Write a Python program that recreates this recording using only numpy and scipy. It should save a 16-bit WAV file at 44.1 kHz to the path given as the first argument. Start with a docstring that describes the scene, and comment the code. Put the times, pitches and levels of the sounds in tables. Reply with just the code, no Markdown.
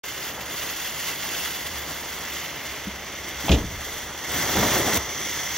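"""A firework's burning powder hisses and sputters close by: bright noise and tiny clicks on an uneven gas flow,
which also rings the tube as noise in broad resonances. The fuse burns into a paper cap, the priming catches
with a whoomp of noise puffs, gliding swells and ringing air modes, and a flame of lumpy noise roars in a jet.
The jet ends in a rattle of filtered clicks and the tube goes on hissing. Low noise and a faint hum rumble below.
"""
import sys
import numpy as np
from scipy import signal
from scipy.fft import rfft, irfft, next_fast_len
from scipy.io import wavfile
from scipy.ndimage import map_coordinates

SR = 44100
rng = np.random.default_rng(int(sys.argv[2]) if len(sys.argv) > 2 else 0)


def pcm_store(signal):
    """Save signal as 16-bit PCM."""
    levels = np.round(np.clip(np.atleast_2d(signal), -1, 1) * 32767)
    wavfile.write(sys.argv[1], SR, levels.astype(np.int16).T)


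N = 245901
TIME = np.arange(N) / SR
FFT_SIZE = 2 * next_fast_len(N // 2 + 1)
HZ = np.maximum(np.arange(FFT_SIZE // 2 + 1) * SR / FFT_SIZE, 1)

# The fuse burns unevenly, sinks under the paper cap and flares at the priming:
# (time [s], gas flow [dB], flame roar [dB])
FUSE_BURN = [(0.04, -38, -41.5), (0.17, -36.8, -40), (0.29, -35, -38.5), (0.32, -40.5, -38.3),
             (0.47, -41.2, -39.5), (0.5, -36, -39.3), (0.61, -34, -39.3), (0.78, -35.6, -39.5),
             (0.87, -33.2, -39.7), (0.92, -36.3, -40), (1.0, -34.3, -40), (1.12, -34.5, -39.8),
             (1.18, -36.3, -40.5), (1.24, -33.2, -40.5), (1.31, -34.5, -37.5), (1.43, -33.3, -39.5),
             (1.56, -34.3, -41), (1.59, -37.6, -40), (2.25, -38.2, -39), (2.43, -37.5, -38.5),
             (2.54, -42, -40.2), (2.68, -40.8, -40.2), (2.95, -44.3, -41), (3.36, -42, -39.5),
             (3.41, -36.3, -37.3), (3.52, -35.8, -37), (3.62, -44, -41), (3.76, -42, -40.5),
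             (3.86, -38.6, -39.3), (3.98, -37.6, -39.8)]
# The charge lights, shoots its jet of flame and settles to a hiss: (time [s], gas flow [dB], flame roar [dB])
CHARGE_BURN = [(4.12, -42.5, -39.5), (4.26, -38.2, -38.3), (4.37, -29.5, -31), (4.5, -31.5, -31),
               (4.545, -29.6, -31), (4.575, -28.8, -26.5), (4.69, -28.5, -25.5), (4.745, -25.8, -24.2),
               (4.84, -31.8, -27), (4.9, -30.8, -26.2), (4.972, -27.7, -27), (4.985, -38, -29.5),
               (5.03, -38, -37.5), (5.16, -38.5, -37.5), (5.23, -35.5, -36.5), (5.58, -35.4, -38.7)]
# Richer spots of powder make the fuse spurt: (time [s], extra gas flow [dB], length [s])
POWDER_SPURTS = [(0.415, 5, .025), (0.705, 2, .025), (1.08, 2.6, .06), (1.385, 3, .06), (1.475, 2, .03),
                 (1.617, 3, .02), (1.668, 3, .025), (1.77, 2.5, .05), (1.92, 2, .04), (2.34, 2.8, .05),
                 (2.67, 2.2, .05), (2.725, 3, .025), (2.843, 4.5, .02), (3.29, 4, .04)]
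# The fire retreats from the open fuse into the tube: (time [s], depth [0-1])
FIRE_DEPTH = [(1.3, 0), (2.3, .3), (2.75, .36), (3.3, .6), (4.15, .52), (4.4, .84), (5.2, 1)]
MOUTH_DEPTH = .65  # from this depth on, the sizzle comes wholly from inside
USUAL_FLOW_DB = -36

# Colour of the sizzle in the open: (frequency [Hz], density [dB per Hz])
OPEN_SIZZLE_SPECTRUM = [(500, -12), (1600, 1), (2400, -3.7), (2750, 5.3), (3300, 1.3), (3850, -4),
                        (4600, 0), (5100, -1.3), (6800, 1), (7700, -4), (9400, .5), (10800, 0),
                        (11900, -2.5), (14000, -1.5), (16000, -6)]
# Colour of the sizzle inside the tube: (frequency [Hz], density [dB per Hz])
TUBE_SIZZLE_SPECTRUM = [(500, -10), (1400, 1), (2100, -.5), (2450, -6), (2800, -1.5), (3350, 0),
                        (3950, -2.7), (5000, -1.2), (7000, 0), (8200, .3), (9600, .8), (12300, -2.8),
                        (14300, -1.3), (16000, -5.5)]
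# Inside the tube a faster jet is brighter: extra dB of treble per dB of flow
TREBLE_DB_PER_DB, TREBLE_HZ = .17, 9000

# Lower resonances in the escaping gas: (frequency [Hz], width [Hz], level [dB])
HOLLOW_RESONANCES = [(1745, 334, -9.5), (2055, 255, -.4), (2790, 220, -11), (3400, 330, -2.8),
                     (4480, 286, -10.5)]
# Upper resonances in the escaping gas: (frequency [Hz], width [Hz], level [dB])
UPPER_RESONANCES = [(5800, 600, 0), (6230, 560, -1.5)]
# How the hollow ring follows the gas: (at the usual flow [dB], slope [dB per dB of flow], gain at full depth [dB])
HOLLOW_FOLLOW = (-39.3, .8, 5.3)
# How the upper ring follows the gas: (at the usual flow [dB], slope [dB per dB of flow], gain at full depth [dB])
UPPER_FOLLOW = (-48.6, .58, 13.6)
HOLLOW_REST_DB = -47  # the hollow ring that stays when the flow is weak

# Flame in the paper cap, which catches and burns away: (time [s], level [dB])
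CAP_LEVEL = [(2.1, -60), (2.28, -40), (2.5, -39.5), (2.9, -43), (3.45, -42), (3.6, -60)]
# Broad resonances around the burning cap: (frequency [Hz], width [Hz], level [dB])
CAP_RESONANCES = [(2050, 280, 0), (2900, 850, -4.5), (5400, 1600, -11.5)]

# Colour of the flame's roar: (frequency [Hz], density [dB per Hz])
ROAR_SPECTRUM = [(30, -26), (70, -7), (130, -.2), (210, -1.5), (360, .6), (480, -.4), (640, .3),
                 (1100, -.5), (1550, -2.8), (2000, -8), (2600, -24), (5000, -38)]

# Pockets of gas catching fire:
# (time [s], strength [dB], low edge [Hz], high edge [Hz], length [share of a full puff])
GAS_PUFFS = [(2.869, -11, 200, 300, .3), (3.437, -14, 70, 600, 1.0), (3.4805, 3, 560, 1150, .5),
             (3.481, -4.5, 1500, 5000, .6), (3.491, 1, 450, 5500, .4), (3.491, 3.5, 1200, 2300, .4),
             (3.495, -2, 25, 480, 1.15), (3.513, -2, 480, 950, 1.25), (3.514, 1, 200, 400, .85),
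             (3.5155, 2.3, 2300, 7500, 1.0), (3.543, -8, 2500, 7000, .8), (3.675, -15, 25, 110, .5),
             (4.33, -18, 100, 300, 3), (4.548, -6.5, 300, 800, .6), (4.567, -3.5, 55, 900, .55),
             (4.596, -9, 100, 600, .4), (4.623, 2, 750, 1800, .85), (4.626, -9, 200, 550, .6),
             (4.713, 3, 1700, 2200, 1.2), (4.755, -5, 330, 1400, .7), (4.787, -.5, 300, 520, .6),
             (4.872, -5, 650, 1250, 1.1), (4.893, -10, 150, 520, .5), (4.942, -10, 200, 500, .45)]
# Colour of a full puff: (frequency [Hz], level [dB per half octave])
PUFF_COLOUR = [(30, -32), (70, -26), (150, -22), (320, -22.5), (650, -24), (1050, -28), (1500, -33.5),
               (2100, -31), (2950, -20), (4200, -32.5), (6000, -25.5)]
PUFF_HZ, PUFF_RISE_S, PUFF_T60_S = 200, .003, .42  # rise and decay at this frequency
PUFF_RISE_SLOPE, PUFF_T60_SLOPE = .35, .42  # both shorten by these powers of frequency

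# Swells of pressure as a flame leaps up or goes out:
# (time [s], strength [dB], first pitch [Hz], last pitch [Hz], time to peak [s])
PRESSURE_SWELLS = [(2.867, -30, 190, 205, .011), (3.496, -13, 185, 160, .003),
                   (3.4975, -12, 81.6, 55.1, .0245), (4.975, -28, 89, 60, 0.0095)]
# Modes of the air in the tube, rung by the whoomp: (frequency [Hz], level [dB], t60 [s])
COLUMN_MODES = [(88, -26, .36), (130, -24, .33), (176, -22.5, .4), (305, -19, .33), (456, -32, .26),
                (562, -30, .27), (673, -23.5, .25), (775, -34, .25)]
COLUMN_START_S, COLUMN_RISE_S = 3.497, .008

# The loudest popping grains of powder: (time [s], strength before colouring [dB])
LOUD_POPS = [(0.635, -16.6), (1.0863, -14.4), (1.6692, -17), (1.794, -16), (3.4582, -15), (4.3781, -11.3),
             (4.4004, -10.3), (4.9474, -6), (4.9605, -8), (4.9707, -3.2), (4.9733, -3.3), (4.9775, -6.7)]
# Colour of a pop: (frequency [Hz], level [dB])
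POP_COLOUR = [(200, -12), (1500, -3), (5000, -2), (10000, 0), (16000, -1)]
STRAY_POPS_PER_S, STRAY_OVER_FLOW_DB = 2, 17  # lesser pops come at random
# The jet ends in a rattle of pops that swells up to its last moment
RATTLE_END_S, RATTLE_S, RATTLE_PER_S = 4.978, .045, 260
RATTLE_DB, RATTLE_SWELL_DB, POP_SPREAD_DB = -8, 3, 1.5

# Low rumble of the air around the flame: (time [s], level [dB])
RUMBLE_LEVEL = [(0.04, -53), (1.1, -54), (1.55, -50), (1.77, -44), (1.9, -48), (2.55, -52), (2.78, -52),
                (2.86, -44.5), (3.0, -45), (3.12, -50), (3.4, -44), (3.62, -38.5), (3.8, -43.5),
                (4.1, -46.5), (4.22, -55), (4.35, -41.5), (4.98, -42.5), (5.1, -50)]
# Colour of the rumbling air: (frequency [Hz], density [dB per Hz])
AIR_SPECTRUM = [(15, -25.5), (40, -17.5), (55, -4), (66, 2.5), (85, -3.5), (110, -12), (200, -31.5)]
HUM_HZ, HUM_WANDER_HZ, HUM_SHARE = 72, 4, .35  # the share is of the rumble's power

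# The stereo pair of left and right:
# (frequency [Hz], likeness [0-1], lead of the left [radians], left minus right [dB])
STEREO_PAIR = [(101, 0.99, 0, 0.5), (251, 1, -0.0936, 0.53), (654, 0.93, -0.4549, 1.56), (1396, 1, 0, -0.5),
               (2187, 1, 0, 0), (2880, 0.91, -0.5, -5), (3580, 1, 0.4426, 0), (4280, 0.49, 0.75, -4.5),
               (5420, 0.83, 0.6167, 2), (6630, 0.73, 1.2184, -5), (8424, 1, 3.05, 0), (11570, 1, 3.2, 0.2),
               (13465, 0.33, 5, -0.5), (15800, 0.67, 5.5, 1.5)]
START_S, CUTOFF_HZ = 0.03255, 15750


def sizzle(level_db, inside, shimmer_db=1.1):
    """Burning powder: a bright jet full of tiny clicks, whose colour changes as it moves into the tube."""
    raw = turbulence() + 0.566 * grains(per_s=2200, spread_db=2.5)
    # each of four bands of the hiss flickers in level by itself
    edges = [0, 4000, 7500, 11500, SR]
    jet = 0
    for low, high in zip(edges, edges[1:]):
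        band = filtered(raw, (HZ > low) & (HZ <= high))
        jet = jet + band * from_db(shimmer_db * drift(46))
    in_open = from_db(3.5) * colour(jet, shape(OPEN_SIZZLE_SPECTRUM))
    in_tube = from_db(3.0) * colour(jet, shape(TUBE_SIZZLE_SPECTRUM))
    return from_db(level_db) * ((1 - inside) * in_open + inside * in_tube)


def brightened(hiss, flow_db, inside):
    """Inside the tube, the treble of the hiss grows faster than the flow."""
    treble = filtered(hiss, 1 / (1 + (TREBLE_HZ / HZ) ** 6))
    boost = from_db(TREBLE_DB_PER_DB * inside * (flow_db - USUAL_FLOW_DB))
    return hiss + treble * (boost - 1)


def sputter(per_s, decay_s, depth, flutter_db):
    """Gain of the gas flow: spits that start at once and die away, on a quick flutter."""
    starts = (rng.random(N) < per_s / SR) * rng.uniform(0.38, 1, N)
    spits = decaying(starts, decay_s)
    return rms_one((1 + depth * spits) * from_db(flutter_db * drift(63)))


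def spurts():
    """Extra gas flow in dB: each richer spot of powder swells up and fades."""
    return sum(db * np.exp(-(2 * (TIME - s) / length) ** 2) for s, db, length in POWDER_SPURTS)


def tube(flow_db, depth):
    """Escaping gas rings in broad resonances, stronger as the fire sits deeper; the lower ones waver in pitch."""
    gas = turbulence() + .5 * grains(per_s=900, spread_db=3.5)
    driven_hollow = from_db(driven(HOLLOW_FOLLOW, flow_db, depth))
    hollow_level = np.sqrt(driven_hollow ** 2 + from_db(HOLLOW_REST_DB) ** 2)
    upper_level = from_db(driven(UPPER_FOLLOW, flow_db, depth))
    hollow = wavering(colour(gas, resonances(HOLLOW_RESONANCES)), share=.01, rate_hz=14)
    upper = colour(gas, resonances(UPPER_RESONANCES))
    return hollow_level * hollow + upper_level * upper


def driven(law, flow_db, depth):
    """Level in dB of a ring that follows the gas flow and the depth of the fire."""
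    usual_db, slope, depth_db = law
    return usual_db + slope * (flow_db - USUAL_FLOW_DB) + depth_db * depth


def cap():
    """The flame in the paper cap is noise in the broad resonances of the mouth of the tube."""
    return from_db(in_time(CAP_LEVEL)[0]) * colour(turbulence(), resonances(CAP_RESONANCES))


def flame(level_db, full_db=-26, deep_hz=650, gust_db=.6):
    """The flame's lumpy roar; the bigger the flame, the deeper and gustier it is."""
    gas = turbulence() + .5 * grains(per_s=500, spread_db=3.0)
    size = np.clip(from_db(level_db - full_db), 0, 1)
    spectrum = shape(ROAR_SPECTRUM)
    plain = colour(gas, spectrum)
    deep = colour(gas, spectrum / (1 + (HZ / deep_hz) ** 2))
    roar = (1 - .5 * size) * plain + .5 * size * deep  # the low eddies grow with the flame
    lumps_db = 1.2 * drift(28) + gust_db * size * drift(12)
    return from_db(level_db + lumps_db) * roar


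def puffs(ragged_db=.8):
    """Pockets of gas flare up quickly and die away a little raggedly; their lows rise slower and last longer."""
    out, age = np.zeros((2, N)), TIME[:SR]
    noises = turbulence(), turbulence()  # neighbouring bands take turns
    colour_hz, colour_db = np.transpose(PUFF_COLOUR)
    edges = np.geomspace(19, 7200, 18)
    for k, (low, high) in enumerate(zip(edges, edges[1:])):
        hz = np.sqrt(low * high)
        rise = PUFF_RISE_S * (PUFF_HZ / hz) ** PUFF_RISE_SLOPE
        t60 = PUFF_T60_S * (PUFF_HZ / hz) ** PUFF_T60_SLOPE
        power = np.zeros(N + SR)
        for s, db, low_hz, high_hz, length in GAS_PUFFS:
            start = round(s * SR)
            flare = (1 - np.exp(-age / rise)) * from_db(db - 60 * age / (t60 * length))
            outside_edges = (low_hz / hz) ** 10 + (hz / high_hz) ** 10
            power[start:start + SR] += flare ** 2 / (1 + outside_edges)
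        band_db = np.interp(np.log(hz), np.log(colour_hz), colour_db)
        bandpass = signal.butter(2, [low, high], "band", fs=SR, output="sos")
        band = rms_one(signal.sosfilt(bandpass, noises[k % 2]))
        out += from_db(band_db + ragged_db * drift(70)) * np.sqrt(power[:N]) * band
    return out


def thumps(second=.33, third=.12, strong_db=-11.5):
    """A few swings of pressure that glide in pitch, mostly down; the stronger, the sharper their troughs."""
    out = np.zeros(N)
    for s, db, first_hz, last_hz, peak_s in PRESSURE_SWELLS:
        age = np.maximum(TIME - s, 0)
        pitch = last_hz + (first_hz - last_hz) * np.exp(-age / .045)
        phase = 2 * np.pi * np.cumsum((age > 0) * pitch) / SR
        swell = from_db(db) * (age / peak_s * np.exp(1 - age / peak_s)) ** 1.45
        sharp = np.sqrt(swell / from_db(strong_db))
        overtones = second * np.cos(2 * phase) + third * np.cos(3 * phase)
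        out -= swell * (np.cos(phase) + sharp * overtones)
    return shared_only(out)


def column():
    """The whoomp sets the air in the tube ringing in modes that die away."""
    age = np.maximum(TIME - COLUMN_START_S, 0)
    ring = sum(from_db(db - 60 * age / t60) * np.sin(2 * np.pi * hz * age) for hz, db, t60 in COLUMN_MODES)
    return shared_only((1 - np.exp(-age / COLUMN_RISE_S)) * ring)


def pops(flow_db, fizz=.1, fizz_s=.0006):
    """Each grain bursts with one sharp crack, shared by both sides, and a moment of fizz."""
    clicks = shared_only(bursts(flow_db))
    tails = decaying(clicks[0], fizz_s)
    return from_db(6.0) * filtered(clicks + fizz * tails * turbulence(), shape(POP_COLOUR))


def bursts(flow_db):
    """When and how hard grains burst: the loudest ones, strays that follow the flow, and the closing rattle."""
    chance = rng.random(N)
    size = from_db(POP_SPREAD_DB * rng.standard_normal(N))
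    to_go = np.clip((RATTLE_END_S - TIME) / RATTLE_S, 0, 1)  # falls from 1 to 0 during the rattle
    in_rattle = (to_go > 0) & (to_go < 1)
    strays = (chance < STRAY_POPS_PER_S / SR) * from_db(flow_db + STRAY_OVER_FLOW_DB)
    rattle = (chance < RATTLE_PER_S / SR) * in_rattle * from_db(RATTLE_DB - RATTLE_SWELL_DB * to_go)
    clicks = size * (strays + rattle)
    for s, db in LOUD_POPS:
        clicks[round(s * SR)] += from_db(db)
    return clicks


def rumble(waver_db=1.5):
    """The air rumbles low around the flame as dark noise, and the air column in the tube hums beneath it,
    wavering in pitch and level."""
    hum_hz = HUM_HZ + HUM_WANDER_HZ * drift(4)
    hum = np.sin(2 * np.pi * np.cumsum(hum_hz) / SR)
    hum = shared_only(rms_one(from_db(waver_db * drift(5)) * hum))
    air = colour(turbulence(), shape(AIR_SPECTRUM))
    return from_db(in_time(RUMBLE_LEVEL)[0]) * (np.sqrt(1 - HUM_SHARE) * air + np.sqrt(HUM_SHARE) * hum)


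def turbulence():
    """Two unrelated noises: the part that both sides share and the part in which they differ."""
    return rng.standard_normal((2, N))


def grains(per_s, spread_db):
    """Tiny clicks of burning powder, mostly small and a few large."""
    born = rng.random(N) < per_s / SR
    sizes = from_db(spread_db * np.minimum(rng.exponential(1, N), 4))
    return rms_one(born * sizes * rng.choice([-1, 1], (2, N)))


def drift(rate_hz):
    """Slow random wander with spread 1, made at every 20th sample."""
    r = np.exp(-40 * np.pi * rate_hz / SR)
    noise = rng.standard_normal(N // 20 + 4002)
    slow = signal.lfilter([1], [1, -2 * r, r * r], noise)[4000:]  # skip the filter's start
    return np.interp(np.arange(N) / 20, np.arange(len(slow)), rms_one(slow))


def wavering(x, share, rate_hz):
    """Let the pitch of a sound wander by a small share, by reading it at an uneven pace."""
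    at = np.arange(N)
    return np.array([map_coordinates(side, [at + np.cumsum(share * drift(rate_hz))], order=3, mode="mirror")
                     for side in x])


def decaying(clicks, decay_s):
    """Give each click an exponential tail."""
    return signal.lfilter([1], [1, -np.exp(-1 / (decay_s * SR))], clicks + 1e-18)


def shared_only(x):
    """A sound with a shared part and no differing part."""
    return np.array([x, np.zeros(N)])


def from_db(db):
    """Decibels to gain."""
    return 10 ** (np.asarray(db) / 20)


def rms_one(x):
    """Scale to unit power."""
    return x / np.sqrt(np.mean(x ** 2) + 1e-20)


def in_time(rows):
    """Each column of a curve at every sample."""
    s, *columns = np.transpose(rows)
    return [np.interp(TIME, s, c) for c in columns]


def in_frequency(rows):
    """Each column of a spectrum at every frequency."""
    hz, *columns = np.transpose(rows)
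    return [np.interp(np.log(HZ), np.log(hz), c) for c in columns]


def filtered(x, gain):
    """Filter by a gain per frequency."""
    return irfft(rfft(x, FFT_SIZE) * gain, FFT_SIZE)[..., :N]


def colour(x, gain):
    """Filter and scale to unit power."""
    return rms_one(filtered(x, gain))


def shape(spectrum):
    """Gain per frequency of a spectrum."""
    return from_db(in_frequency(spectrum)[0])


def resonances(modes):
    """Gain per frequency of a few resonances."""
    return sum(from_db(db) / (1 + ((HZ - hz) / (0.681 * width)) ** 2) for hz, width, db in modes)


def stereo(x):
    """Nearly the same bass on both sides; the treble differs in phase and likeness, giving width."""
    alike, lead, pan_db = in_frequency(STEREO_PAIR)
    shared, differing = filtered(x, np.sqrt([(1 + alike) / 2, (1 - alike) / 2]))
    left = filtered(shared + differing, from_db(pan_db / 2))
    right = filtered(shared - differing, from_db(-pan_db / 2) * np.exp(-1j * lead))
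    return np.array([left, right])


def scene():
    """One sputtering gas flow drives sizzle, tube and cap; flame, puffs, pops and rumble come on top."""
    flow_db, roar_db = in_time(FUSE_BURN + CHARGE_BURN)
    flow_db = flow_db + spurts()
    depth, = in_time(FIRE_DEPTH)
    inside = np.clip(depth / MOUTH_DEPTH, 0, 1)
    spitting = sputter(per_s=45, decay_s=0.0075, depth=0.24, flutter_db=0.62)
    hiss = brightened(sizzle(flow_db, inside), flow_db, inside)
    jet = spitting * (hiss + tube(flow_db, depth) + cap())
    whoomp = puffs() + thumps() + column()
    return stereo(jet + flame(roar_db) + whoomp + pops(flow_db) + rumble())


def record(dry):
    """The sound opens within a few milliseconds; the highest peaks are rounded and the top is cut steeply."""
    opened = dry * np.clip((TIME - START_S) / .007, 0, 1)
    rounded = opened / (1 + (opened / .8) ** 4) ** .25
    lowpass = signal.ellip(12, .1, 80, CUTOFF_HZ, fs=SR, output="sos")
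    return signal.sosfilt(lowpass, rounded)


dry = scene()
out = record(dry)
pcm_store(out)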